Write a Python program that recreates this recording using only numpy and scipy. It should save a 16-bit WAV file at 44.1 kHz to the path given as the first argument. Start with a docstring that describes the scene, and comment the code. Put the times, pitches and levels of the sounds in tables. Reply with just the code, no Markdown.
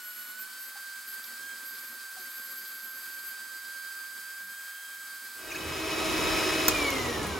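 """In a kitchen, close to a stereo pair of microphones, an electric hand mixer whips eggs and sugar
in a glass bowl. On low speed the fan whines in phase-locked tones, the brushes whistle and hiss, and
the beaters churn the batter in filtered noise. That fades into top speed: a rough roar of shaft tones
and noise. The switch snaps off in ringing modes and the motor winds down, throbbing, with soft scrapes."""
import sys
import numpy as np
from scipy import signal
from scipy.fft import rfft, irfft, next_fast_len
from scipy.io import wavfile
from scipy.ndimage import uniform_filter1d

SR = 44100
rng = np.random.default_rng(int(sys.argv[2]) if len(sys.argv) > 2 else 0)


def generate_wav(sig):
    """Save sig (samples, or channels by samples) to the path in sys.argv[1] as 16-bit PCM at SR."""
    pcm = np.round(np.clip(np.atleast_2d(sig).T, -1, 1) * 32767).astype(np.int16)
    wavfile.write(sys.argv[1], SR, pcm)


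N = 325892

FAN_BLADES = 8  # blades that pass in one turn of the shaft
BLADES_PER_WIRE, BLADES_PER_TURN = 20, 80  # blades per passing beater wire, per beater turn
OFF_S = 6.675  # the current stops


def scene():
    """Low speed fades into top speed; batter splashes, wires tick and scrape, the switch snaps."""
    fade_start, fade_length = 5.348, 0.98  # s
    share = np.clip((np.arange(N) / SR - fade_start) / fade_length, 0, 1)
    slow = (1 - share) * low_speed()
    fast = share ** 0.87 * (top_speed() + draught())
    return slow + fast + splashes_and_scrapes() + ticks() + switch()


# low speed, sagging where the batter is deep and racing where it is thin: t/s, fan whine f/Hz
FAN_PITCH = [(0.0, 1472), (0.31, 1472), (0.46, 1535), (0.87, 1575), (1.33, 1565), (1.46, 1601),
             (1.64, 1570), (2.3, 1571), (2.85, 1566), (3.7, 1578), (4.3, 1578), (4.52, 1589), (4.87, 1594),
             (5.25, 1576), (5.5, 1577)]
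# how hard the beaters churn, before each sound's own offset: t/s, level/dB
CHURN_EFFORT = [(0, -67), (0.6, -68), (0.95, -73), (1.3, -64), (1.99, -65.5), (2.09, -75), (2.2, -62.5),
                (2.3, -71), (2.4, -64.5), (2.9, -66.5), (4.45, -70.5), (4.75, -74), (5.3, -66.5)]
SWIRL_HZ, SWIRL_WANDER = 9.3, 2.4  # swirl rate; its wander in radians


def low_speed():
    """Motor, brushes and batter share one fan rotation and the uneven swirl round the beaters."""
    hz, = curves(FAN_PITCH)
    churn_db, = curves(CHURN_EFFORT)
    fan = angle(hz * (1 + 0.00025 * walk(60)))
    beat = np.sin(fan / BLADES_PER_WIRE)
    fan = fan + 0.018 * beat
    swirl = np.sin(2 * np.pi * SWIRL_HZ * np.arange(N) / SR + SWIRL_WANDER * walk(3.98))
    lull_db = lulls()
    motor = fan_whine(hz, fan, beat, swirl, lull_db) + brush_whistle(fan)
    motor = motor + brush_hiss(fan, swirl, lull_db, churn_db)
    batter = churn(beat, swirl, churn_db) + spatter(lull_db, churn_db) + gulps_and_rub()
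    # hardly any deep bass leaves the small machine and its bowl at this speed
    bass_cut = signal.butter(3, 100, "high", fs=SR, output="sos")
    return signal.sosfilt(bass_cut, motor + batter)


# the housing colours the overtones of the whine as they move through it: f/Hz, level/dB
OVERTONE_COLOUR = [(2940, -15), (3090, -17.5), (3135, -21), (3160, -21), (3185, -16), (4400, -17.5),
                   (4700, -12), (4740, -12), (4780, -18), (5900, -31), (6300, -22.5), (7350, -16),
                   (7850, -18.5), (7950, -15), (9400, -36)]
# the whine as the hand moves the mixer round the bowl, before offsets: t/s, level/dB
WHINE_CURVE = [(0, -47), (.125, -47), (.153, -54), (.19, -46.5), (0.28, -48), (0.42, -44), (0.48, -47),
               (0.72, -46), (0.94, -42.5), (1.06, -48), (1.18, -42), (1.25, -48.5), (1.37, -43),
               (1.51, -41.5), (1.56, -43.5), (1.93, -46.5), (2.0, -44), (2.2, -45), (3.0, -44.5),
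               (3.92, -41.5), (4.14, -44), (4.4, -42), (4.75, -43.5), (5.5, -46)]
# the whine shifts between the sides with the hand: t/s, left minus right level/dB
HAND_SWAY = [(0.0, -4.0), (0.46, -6), (0.6, -2.5), (0.86, -6), (2.71, -4.5), (4.11, -7), (4.51, -2.0),
             (5.4, -5.5)]


def fan_whine(hz, fan, beat, swirl, lull_db):
    """Passing fan blades give a tone and overtones, whose level swings with the swirling load."""
    whine_db = curves(WHINE_CURVE)[0] + 0.88 * swirl
    first = tone(fan, waver_db=.5, scatter=0.056, rate=18) * (1 + 0.09 * beat)
    first = first * pan(curves(HAND_SWAY)[0])
    upper = 0
    for k in range(2, 7):
        overtone = tone(k * fan, waver_db=1.5, scatter=0.32, rate=45)
        upper = upper + undb(at_hz(OVERTONE_COLOUR, k * hz)) * overtone
    # the overtones follow the hand half as far in dB
    return undb(whine_db + 2.0) * first + undb(.5 * whine_db + lull_db - 19.0) * upper


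# the brushes break into a squeal: t/s, length/s, level/dB
BRUSH_SQUEALS = [(0.025, 0.3, -44.5), (0.388, 0.055, -42), (0.586, 0.11, -45.5), (1.07, 0.085, -44.5),
                 (1.227, 0.073, -45), (1.645, 0.31, -45.5), (2.19, 1.14, -46)]


def squeals():
    """Gain of the brush whistle: faint throughout, with squeals that rise, hold and fall."""
    t = np.arange(N) / SR
    edge, faint_db = 0.021, -53.5  # rise and fall in s; level between squeals
    bursts = 0
    for s, length, db in BRUSH_SQUEALS:
        inside = np.minimum(t - s, s + length - t)
        bursts = bursts + undb(db) * np.clip(inside / edge + .5, 0, 1)
    return np.maximum(bursts, undb(faint_db))


def brush_whistle(fan):
    """The rubbing brushes sing at eight times the fan tone, with a jittery phase."""
    return squeals() * tone(8 * fan + .3 * walk(160), waver_db=0.5, scatter=1.0, rate=30)


# spectrum of the brush hiss: f/Hz, level/dB per Hz
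BRUSH_SPECTRUM = [(300, -33), (600, -10), (900, -3.5), (1150, 3.5), (1550, 9), (1900, 2.5), (2400, 1.5),
                  (2850, -1), (4400, 1), (6200, -2), (8700, 3), (11200, -1.5), (13100, -1.5), (15200, 0)]
# resonances and hollows of the motor cavity: f/Hz, width/Hz, lift level/dB
MOTOR_CAVITY = [(2320, 50, 5), (2800, 280, -3), (3350, 300, 0.5), (5800, 300, -1), (4180, 130, 4),
                (5150, 140, 3.5), (8730, 70, -1.5), (9240, 120, 2.5), (9500, 130, 3), (11140, 420, 5),
                (12070, 160, 7), (15100, 400, 0.5)]
HISS_DB, HISS_PER_CHURN = -45.5, 0.052  # mean level; dB more for each dB of churning


def brush_hiss(fan, swirl, lull_db, churn_db):
    """Sparking brushes hiss through the motor cavity, more as the load draws current."""
    sparking = undb(0.72 * walk(900) + 0.45 * walk(20) + 0.36 * swirl + lull_db / 2)
    sparking = sparking * (1 + 0.021 * np.sin(fan / FAN_BLADES))
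    hiss_db = HISS_DB + HISS_PER_CHURN * (churn_db - churn_db.mean())
    return slow_noise(BRUSH_SPECTRUM, MOTOR_CAVITY) * sparking * undb(hiss_db)


# spectrum of the churned batter: f/Hz, level/dB per Hz
CHURN_SPECTRUM = [(40, -58), (85, -32), (130, -10.5), (235, -4.5), (370, -5), (470, -6.5), (700, -10.5),
                  (1200, 3), (3000, -51)]
# resonances of the bowl of batter: f/Hz, width/Hz, lift level/dB
BATTER_BOWL = [(233.3, 21, 10), (273, 37, 5.5), (372, 29, 8), (543, 40, 11)]


def churn(beat, swirl, churn_db):
    """Sloshing batter makes low noise in the bowl, pulsing with each passing beater wire."""
    slosh = undb(0.78 * walk(35) + 2 * swirl) * (1 + 0.27 * beat)
    return slow_noise(CHURN_SPECTRUM, BATTER_BOWL) * slosh * undb(churn_db + 3.0)


# wet spatter off the beaters: f/Hz, level/dB per Hz
SPATTER_SPECTRUM = [(1500, -39), (3200, -11), (4300, 4), (5200, -0.5), (6500, -11), (12000, -12)]


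def spatter(lull_db, churn_db):
    """Drops fly off the beaters in uneven bright noise that follows the churning."""
    uneven_db = 10.5 * np.tanh(walk(70))
    return slow_noise(SPATTER_SPECTRUM) * undb(churn_db + 2 * lull_db + 3 + uneven_db)


# gulps of air in the batter, and a soft rub against the bowl at 4.4 s:
# t/s, level/dB, f/Hz, rise/s, t60/s
GULPS_AND_RUB = [(.755, -42.5, 790, .003, 0.085), (1.455, -62, 84.5, .02, 0.25),
                 (2.165, -46, 722, .002, 0.18), (2.192, -53, 360, .005, 0.18), (4.41, -54, 190, .04, 0.35)]


def gulps_and_rub():
    """Gulps of air in the batter and a slow-rising rub of the bowl: brief tones that sink in pitch."""
    out = 0
    for s, db, hz, rise, t60 in GULPS_AND_RUB:
        age, envelope = ring(s, t60, rise)
        sinking = hz * (1 + .07 * np.exp(-age / .018))  # 7 % sharp at first, settling in 18 ms
        out = out + undb(db) * envelope * np.sin(angle(sinking) + 0.66 * walk(200))
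    return out


# the beaters run through thin batter and the treble dips: t/s, level/dB
THIN_BATTER = [(.74, 0), (1.08, -0.5), (1.92, -2.5), (4.46, -3.5)]


def lulls():
    """Dips in dB as the beaters meet thin batter; each sound takes its own share."""
    t = np.arange(N) / SR
    half_length = 0.047  # s
    return sum(db * np.exp(-((t - s) / half_length) ** 2) for s, db in THIN_BATTER)


# low speed by way of the walls: f/Hz, side minus mid level/dB
SLOW_WALLS = [(200, -23), (550, -16.5), (780, -17), (1000, -27), (1550, -23), (2100, -7.5), (2750, -5.5),
              (3300, -14), (3950, -5.5), (4700, -21), (5900, 0.5), (7200, -37), (10000, -27), (11500, -9),
              (13800, -24), (15000, -25)]
# balance on low speed: f/Hz, left minus right level/dB
SLOW_BALANCE = [(700, -0.8), (2380, 1.5), (4400, .5), (8120, 0.5), (15000, 1.5)]


def slow_noise(spectrum, lifts=()):
    """Coloured noise of rms 1, spread over the microphones as on low speed."""
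    return unit(colour(stereo_noise(SLOW_WALLS, SLOW_BALANCE), spectrum, lifts))


TOP_FAN_HZ = 2549
COAST_HZ_PER_S, DRAG_S = 1600, 4.5  # first rate of fall; time constant of the easing drag


def coasting():
    """Fan pitch on top speed: steady until the current stops, then falling, less steeply as drag eases."""
    age = np.maximum(np.arange(N) / SR - OFF_S, 0)
    return TOP_FAN_HZ - COAST_HZ_PER_S * DRAG_S * (1 - np.exp(-age / DRAG_S))


def top_speed():
    """Hum, fan, gears and air share one shaft and its coasting; the bowl shakes."""
    hz = coasting()
    speed = hz / TOP_FAN_HZ
    shaft = angle(hz / FAN_BLADES * (1 + 0.00081 * walk(30)))
    uneven = shaft + 0.021 * walk(120)  # uneven turning roughens the high lines most
    turn = shaft * FAN_BLADES / BLADES_PER_TURN
    powered = np.arange(N) / SR < OFF_S
    motor = shaft_hum(hz, speed, uneven, turn, powered) + fan_tone(hz, speed, uneven, turn, powered)
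    gears = gear_rumble(shaft, speed) + gear_rattle(turn)
    return motor + gears + rushing_air(shaft, speed) + bowl_shake()


# lines of the shaft: whole multiple of the shaft rate, level/dB under power, level/dB coasting
SHAFT_ORDERS = [(1, -13, -13.5), (2, -11.5, -11.5), (3, -21.5, -21), (4, -15.5, -14.5), (5, -20.5, -22),
                (12, -21, -21), (16, -16, -27), (19, -39, -34), (22, -37, -40), (24, -37, -26.5)]


def shaft_hum(hz, speed, uneven, turn, powered):
    """An unbalanced shaft hums at multiples of its rate and throbs under the load of the beaters."""
    hum = 0
    for k, on_db, off_db in SHAFT_ORDERS:
        # the balance of the lines changes when the current stops
        line_db = np.where(powered, on_db, off_db) + flare(k * hz / FAN_BLADES)
        hum = hum + undb(line_db) * tone(k * uneven, waver_db=2.5, scatter=0.47, rate=25)
    throb = 1 + 0.27 * np.sin(turn / 2 + 1.2 * walk(17))
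    return hum * undb(-28.5) * speed ** 2 * throb  # unbalance forces go with the square of the speed


def fan_tone(hz, speed, uneven, turn, powered):
    """The blades' tone throbs once a beater turn, more deeply while coasting."""
    depth = np.where(powered, .3, .5)
    throb = 1 + depth * np.sin(turn + 1.16 * walk(25))
    blades = tone(FAN_BLADES * uneven, waver_db=1.0, scatter=0.3, rate=60)
    return blades * throb * undb(-37.5 + flare(hz)) * speed ** 1.36


# motor lines flare as they pass sharp resonances of the housing: f/Hz, width/Hz, lift level/dB
SHARP_RESONANCES = [(275, 90, 9), (2410, 80, 6), (2255, 190, 10.5), (4050, 400, 6), (4420, 450, 9),
                    (5560, 400, 13)]


def flare(hz):
    """Decibels that the housing adds to a motor line at its current pitch."""
    return lift_at(SHARP_RESONANCES, hz)


# spectrum of the gear rumble: f/Hz, level/dB per Hz
RUMBLE_SPECTRUM = [(25, -41), (48, -3.5), (75, -9.5), (120, -15), (190, -14), (280, -7.5), (360, -4),
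                   (420, -2.5), (510, -6), (700, -8), (1030, -12.5), (1260, -12.5), (1500, -24.5),
                   (2200, -52)]
# resonances and hollows of the housing: f/Hz, width/Hz, lift level/dB
HOUSING_RESONANCES = [(96, 6.1, 10), (107, 15, -5), (378, 35, 8), (1037, 190, 8), (1286, 43, 6.5),
                      (1475, 63, -1.5), (1923, 42, 6.5), (2200, 57, 8.5), (2317, 83, 9.5), (2430, 50, 7),
                      (2700, 110, 0.5), (2945, 96, 7.5), (4080, 90, -5), (4080, 200, 4), (4490, 290, -7),
                      (5600, 140, 3), (6200, 300, -6), (6860, 140, -7)]


def gear_rumble(shaft, speed):
    """The gears rumble through the housing, chattering with each passing beater wire."""
    chatter = undb(0.5 * walk(120) + 0.77 * walk(30))
    chatter = chatter * (1 + 0.11 * np.sin(shaft * FAN_BLADES / BLADES_PER_WIRE))
    return fast_noise(RUMBLE_SPECTRUM, HOUSING_RESONANCES) * chatter * undb(-33) * speed ** 0.83


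# spectrum of the rushing air: f/Hz, level/dB per Hz
AIR_SPECTRUM = [(700, -38), (1200, 0), (1500, 1), (2000, 1), (2300, -3.5), (2700, -1.5), (4100, -1),
                (5500, -3.5), (6600, -10.5), (8000, -21), (15500, -35)]


def rushing_air(shaft, speed):
    """Air rushes through the housing and out of the vents, rasping once a shaft turn."""
    rasp = undb(0.83 * walk(500)) * (1 + 0.076 * np.sin(shaft))
    rush = fast_noise(AIR_SPECTRUM, HOUSING_RESONANCES) * undb(-31.5)
    return (rush + vent_hiss()) * rasp * speed ** 1.92


# cooling air from the vents, nearer to the right microphone: f/Hz, level/dB per Hz
VENT_SPECTRUM = [(4500, -45), (6000, 3), (7000, 3.5), (10300, 1), (14000, -2), (15500, -1.5)]


def vent_hiss():
    """Cooling air leaves the vents, heard directly and, 16 dB weaker, off the walls."""
    heard = left_late(rng.standard_normal(N)) + undb(-16) * rng.standard_normal((2, N))
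    return unit(colour(heard, VENT_SPECTRUM)) * undb(-36.5)


# top speed by way of the walls: f/Hz, side minus mid level/dB
FAST_WALLS = [(60, -18), (130, -13), (300, -12.5), (700, -6.5), (1250, -11), (1500, 2), (1900, -21),
              (2300, -15), (3400, -5.5), (5500, -10), (6500, -26)]
# balance on top speed: f/Hz, left minus right level/dB
FAST_BALANCE = [(60, 4), (110, -5.5), (200, -0.5), (380, -4), (700, 3.5), (1290, -2), (2380, 0.5),
                (4400, 2), (8120, 2), (15000, -1.5)]


def fast_noise(spectrum, lifts=()):
    """Coloured noise of rms 1, spread over the microphones as on top speed."""
    return unit(colour(stereo_noise(FAST_WALLS, FAST_BALANCE), spectrum, lifts))


# ring of the housing under gear knocks: f/Hz, level/dB, t60/s
RATTLE_MODES = [(316, -4.5, 0.051), (377, -6.5, 0.052), (424, -14, 0.057)]


def gear_rattle(turn):
    """Gear backlash knocks about once a beater turn, each time with another force, and rings the housing."""
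    loose = np.maximum.accumulate(turn / (2 * np.pi) + 0.249 * walk(30))  # loose timing, in turns
    knocks = np.diff(np.floor(loose), prepend=np.floor(loose[0]))
    knocks = knocks * undb(2.5 * np.tanh(walk(40)))
    rung = signal.fftconvolve(knocks, strike(0, RATTLE_MODES, rise=0.0028))[:N]
    return unit(rung) * undb(-41) * pan(at_hz(FAST_BALANCE, RATTLE_MODES[0][0]))[:, None]


# spectrum of the shaking bowl: f/Hz, level/dB per Hz
SHAKE_SPECTRUM = [(40, -37), (80, 4), (96, -4.5), (125, -3), (400, -22), (2000, -76)]
# its swells, before the fade into top speed: t/s, level/dB
SHAKE_LEVEL = [(5.55, -48), (5.64, -35.5), (5.9, -46), (6.1, -53), (6.9, -45.5), (7.15, -43.5), (7.27, -36),
               (7.39, -49)]


def bowl_shake():
    """The beaters shake the bowl in swells of low noise."""
    return fast_noise(SHAKE_SPECTRUM) * undb(curves(SHAKE_LEVEL)[0])


# the speed switch snaps, rebounds and settles, before offsets: t/s, level/dB, body thud level/dB
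SWITCH_BLOWS = [(6.682, -0.5, -23), (6.6829, -13, -5), (6.6858, -4, -8), (6.688, -20, -15),
                (6.904, -16.5, -36)]
# its plastic slider: f/Hz, level/dB, t60/s
SLIDER_MODES = [(6240, -0.5, 0.0014), (9050, -7, 0.0024), (14040, -3.5, 0.0028), (14700, -9, .003)]
# the housing under the switch: f/Hz, level/dB, t60/s
BODY_MODES = [(340, -17, 0.016), (1280, -8, 0.0051), (1680, -5, 0.003), (2270, -23, 0.0032)]
# spray from the worktop and walls: f/Hz, level/dB per Hz
SPRAY_SPECTRUM = [(500, -2), (2000, 0), (4500, 5), (6500, 6.5), (15000, -6)]


def switch():
    """Dry plastic cracks over a thud, with a short spray from the worktop and walls."""
    cracks = 0
    for s, db, body_db in SWITCH_BLOWS:
        snap = undb(db + 8.0) * left_late(strike(s, SLIDER_MODES, rise=0.00031))
        cracks = cracks + snap + undb(body_db + 2.0) * strike(s, BODY_MODES, rise=0.00028)
    spray = unit(colour(rng.standard_normal((2, N)), SPRAY_SPECTRUM))
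    _, dying = ring(SWITCH_BLOWS[0][0], t60=0.11, rise=0.001)
    return cracks + undb(-21.5) * spray * dying


# batter splashes, then soft scrapes of wire or plastic as the motor coasts:
# t/s, level/dB, centre f/Hz, rise/s, t60/s
SPLASHES_AND_SCRAPES = [(.84, -43.5, 4380, .03, .35), (1.225, -50, 4400, .01, .25),
                        (1.241, -39, 4800, .0005, .02), (1.563, -47, 3000, .001, .04),
                        (2.165, -45, 4600, .01, .25), (7.05, -44, 7500, .002, .13),
                        (7.228, -36.5, 6800, .002, 0.093), (7.264, -39.5, 9800, .002, 0.12)]


def splashes_and_scrapes():
    """Batter splashes, then soft scrapes of wire or plastic: short bursts of noise round a centre pitch."""
    out = 0
    for s, db, hz, rise, t60 in SPLASHES_AND_SCRAPES:
        burst = slow_noise([(hz / 10, -70), (hz / 2, -18), (hz, 0), (hz * 2, -15)])
        out = out + undb(db) * burst * ring(s, t60, rise)[1]
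    return out


# beater wires ticking together: t/s, level/dB, f/Hz
WIRE_TICKS = [(5.504, -35, 2700), (5.509, -38, 2180), (5.518, -28.5, 2440), (5.547, -31.5, 1680),
              (5.558, -28.5, 2530)]
# their ring: multiple of the tick's f, level/dB, t60/s
WIRE_MODES = [(1, 0.5, 0.048), (.92, -9, 0.058), (2.33, -15, .04), (2.6, -7.5, 0.048)]


def ticks():
    """The steel beater wires touch and ring."""
    out = 0
    for s, db, hz in WIRE_TICKS:
        modes = [(hz * k, mode_db, t60) for k, mode_db, t60 in WIRE_MODES]
        out = out + undb(db) * strike(s, modes, rise=0.00078)
    return out


# cooling air across the microphones: f/Hz, level/dB per Hz
DRAUGHT_SPECTRUM = [(25, -30), (55, -4), (120, -6.5), (200, -7), (400, -35)]
# its strength, before the fade into top speed: t/s, level/dB
DRAUGHT_STRENGTH = [(6.0, -75), (6.07, -41.5), (6.32, -40), (6.5, -48.5), (6.78, -43), (6.88, -72)]


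def draught():
    """Air from the vents buffets each microphone on its own: a wide, low flutter."""
    buffeting = unit(colour(rng.standard_normal((2, N)), DRAUGHT_SPECTRUM))
    return buffeting * undb(curves(DRAUGHT_STRENGTH)[0])


def tone(phase, waver_db, scatter, rate):
    """A motor line: a direct part that wavers, and shifting reflections on each side."""
    direct = undb(waver_db * walk(rate)) * np.sin(phase)
    return direct + scatter * np.array([walk(rate) * np.cos(phase) for _ in range(2)])


def ring(s, t60, rise):
    """Time since a blow and its swelling, dying envelope."""
    age = np.maximum(np.arange(N) / SR - s, 0)
    dying = np.exp(-np.minimum(np.log(1000) * age / t60, 50))
    return age, (1 - np.exp(-age / rise)) * dying


def strike(s, modes, rise):
    """The modes of a hard part ring from one blow."""
    out = 0
    for hz, db, t60 in modes:
        age, envelope = ring(s, t60, rise)
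        out = out + undb(db) * envelope * np.sin(2 * np.pi * hz * age)
    return out


def left_late(x):
    """A sound that reaches the right microphone first, the left one 0.295 ms later."""
    return np.array([np.roll(x, round(.000295 * SR)), x])


def stereo_noise(side_db, pan_db):
    """Noise that reaches the two sides partly alike, partly by way of the walls."""
    mid, side = rng.standard_normal((2, N))
    side = colour(side, side_db)
    left = colour(mid + side, [(f, db / 2) for f, db in pan_db])
    right = colour(mid - side, [(f, -db / 2) for f, db in pan_db])
    return np.array([left, right])


def pan(db):
    """Left and right gains for a curve of level difference."""
    return undb(np.array([db, -db]) / 2)


def colour(x, points, lifts=()):
    """Filter by a spectrum with resonances on top of it."""
    size = next_fast_len(N)
    hz = np.arange(size // 2 + 1) * SR / size
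    db = at_hz(points, hz) + lift_at(lifts, hz)
    return irfft(rfft(x, size) * undb(db), size)[..., :N]


def lift_at(resonances, hz):
    """Decibels that resonances add at a frequency."""
    return sum(lift / (1 + (2 * (hz - f) / width) ** 2) for f, width, lift in resonances)


def at_hz(points, hz):
    """Read a spectrum on a log-frequency axis."""
    f, value = np.transpose(points)
    return np.interp(np.log(hz + 1e-3), np.log(f), value)


def curves(table):
    """The columns of a timed table, one value per sample."""
    s, *columns = np.transpose(table)
    return [np.interp(np.arange(N) / SR, s, c) for c in columns]


def walk(rate):
    """Smooth chance of rms 1 that changes about rate times a second."""
    k = max(int(SR / rate), 2)
    steps = np.repeat(rng.standard_normal(N // k + 1), k)
    return unit(uniform_filter1d(steps, k)[:N])


def angle(hz):
    """Running phase of a rate."""
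    return 2 * np.pi * np.cumsum(hz) / SR


def undb(db):
    """Decibels to gain."""
    return 10 ** (np.asarray(db) / 20)


def unit(x):
    """Scale to rms 1."""
    return x / np.sqrt(np.mean(x ** 2))


def record(dry):
    """The recorder cuts the top with a steep low-pass at 15.8 kHz."""
    return signal.sosfilt(signal.ellip(10, .2, 80, 15800, fs=SR, output="sos"), dry)


dry = scene()
out = record(dry)
generate_wav(out)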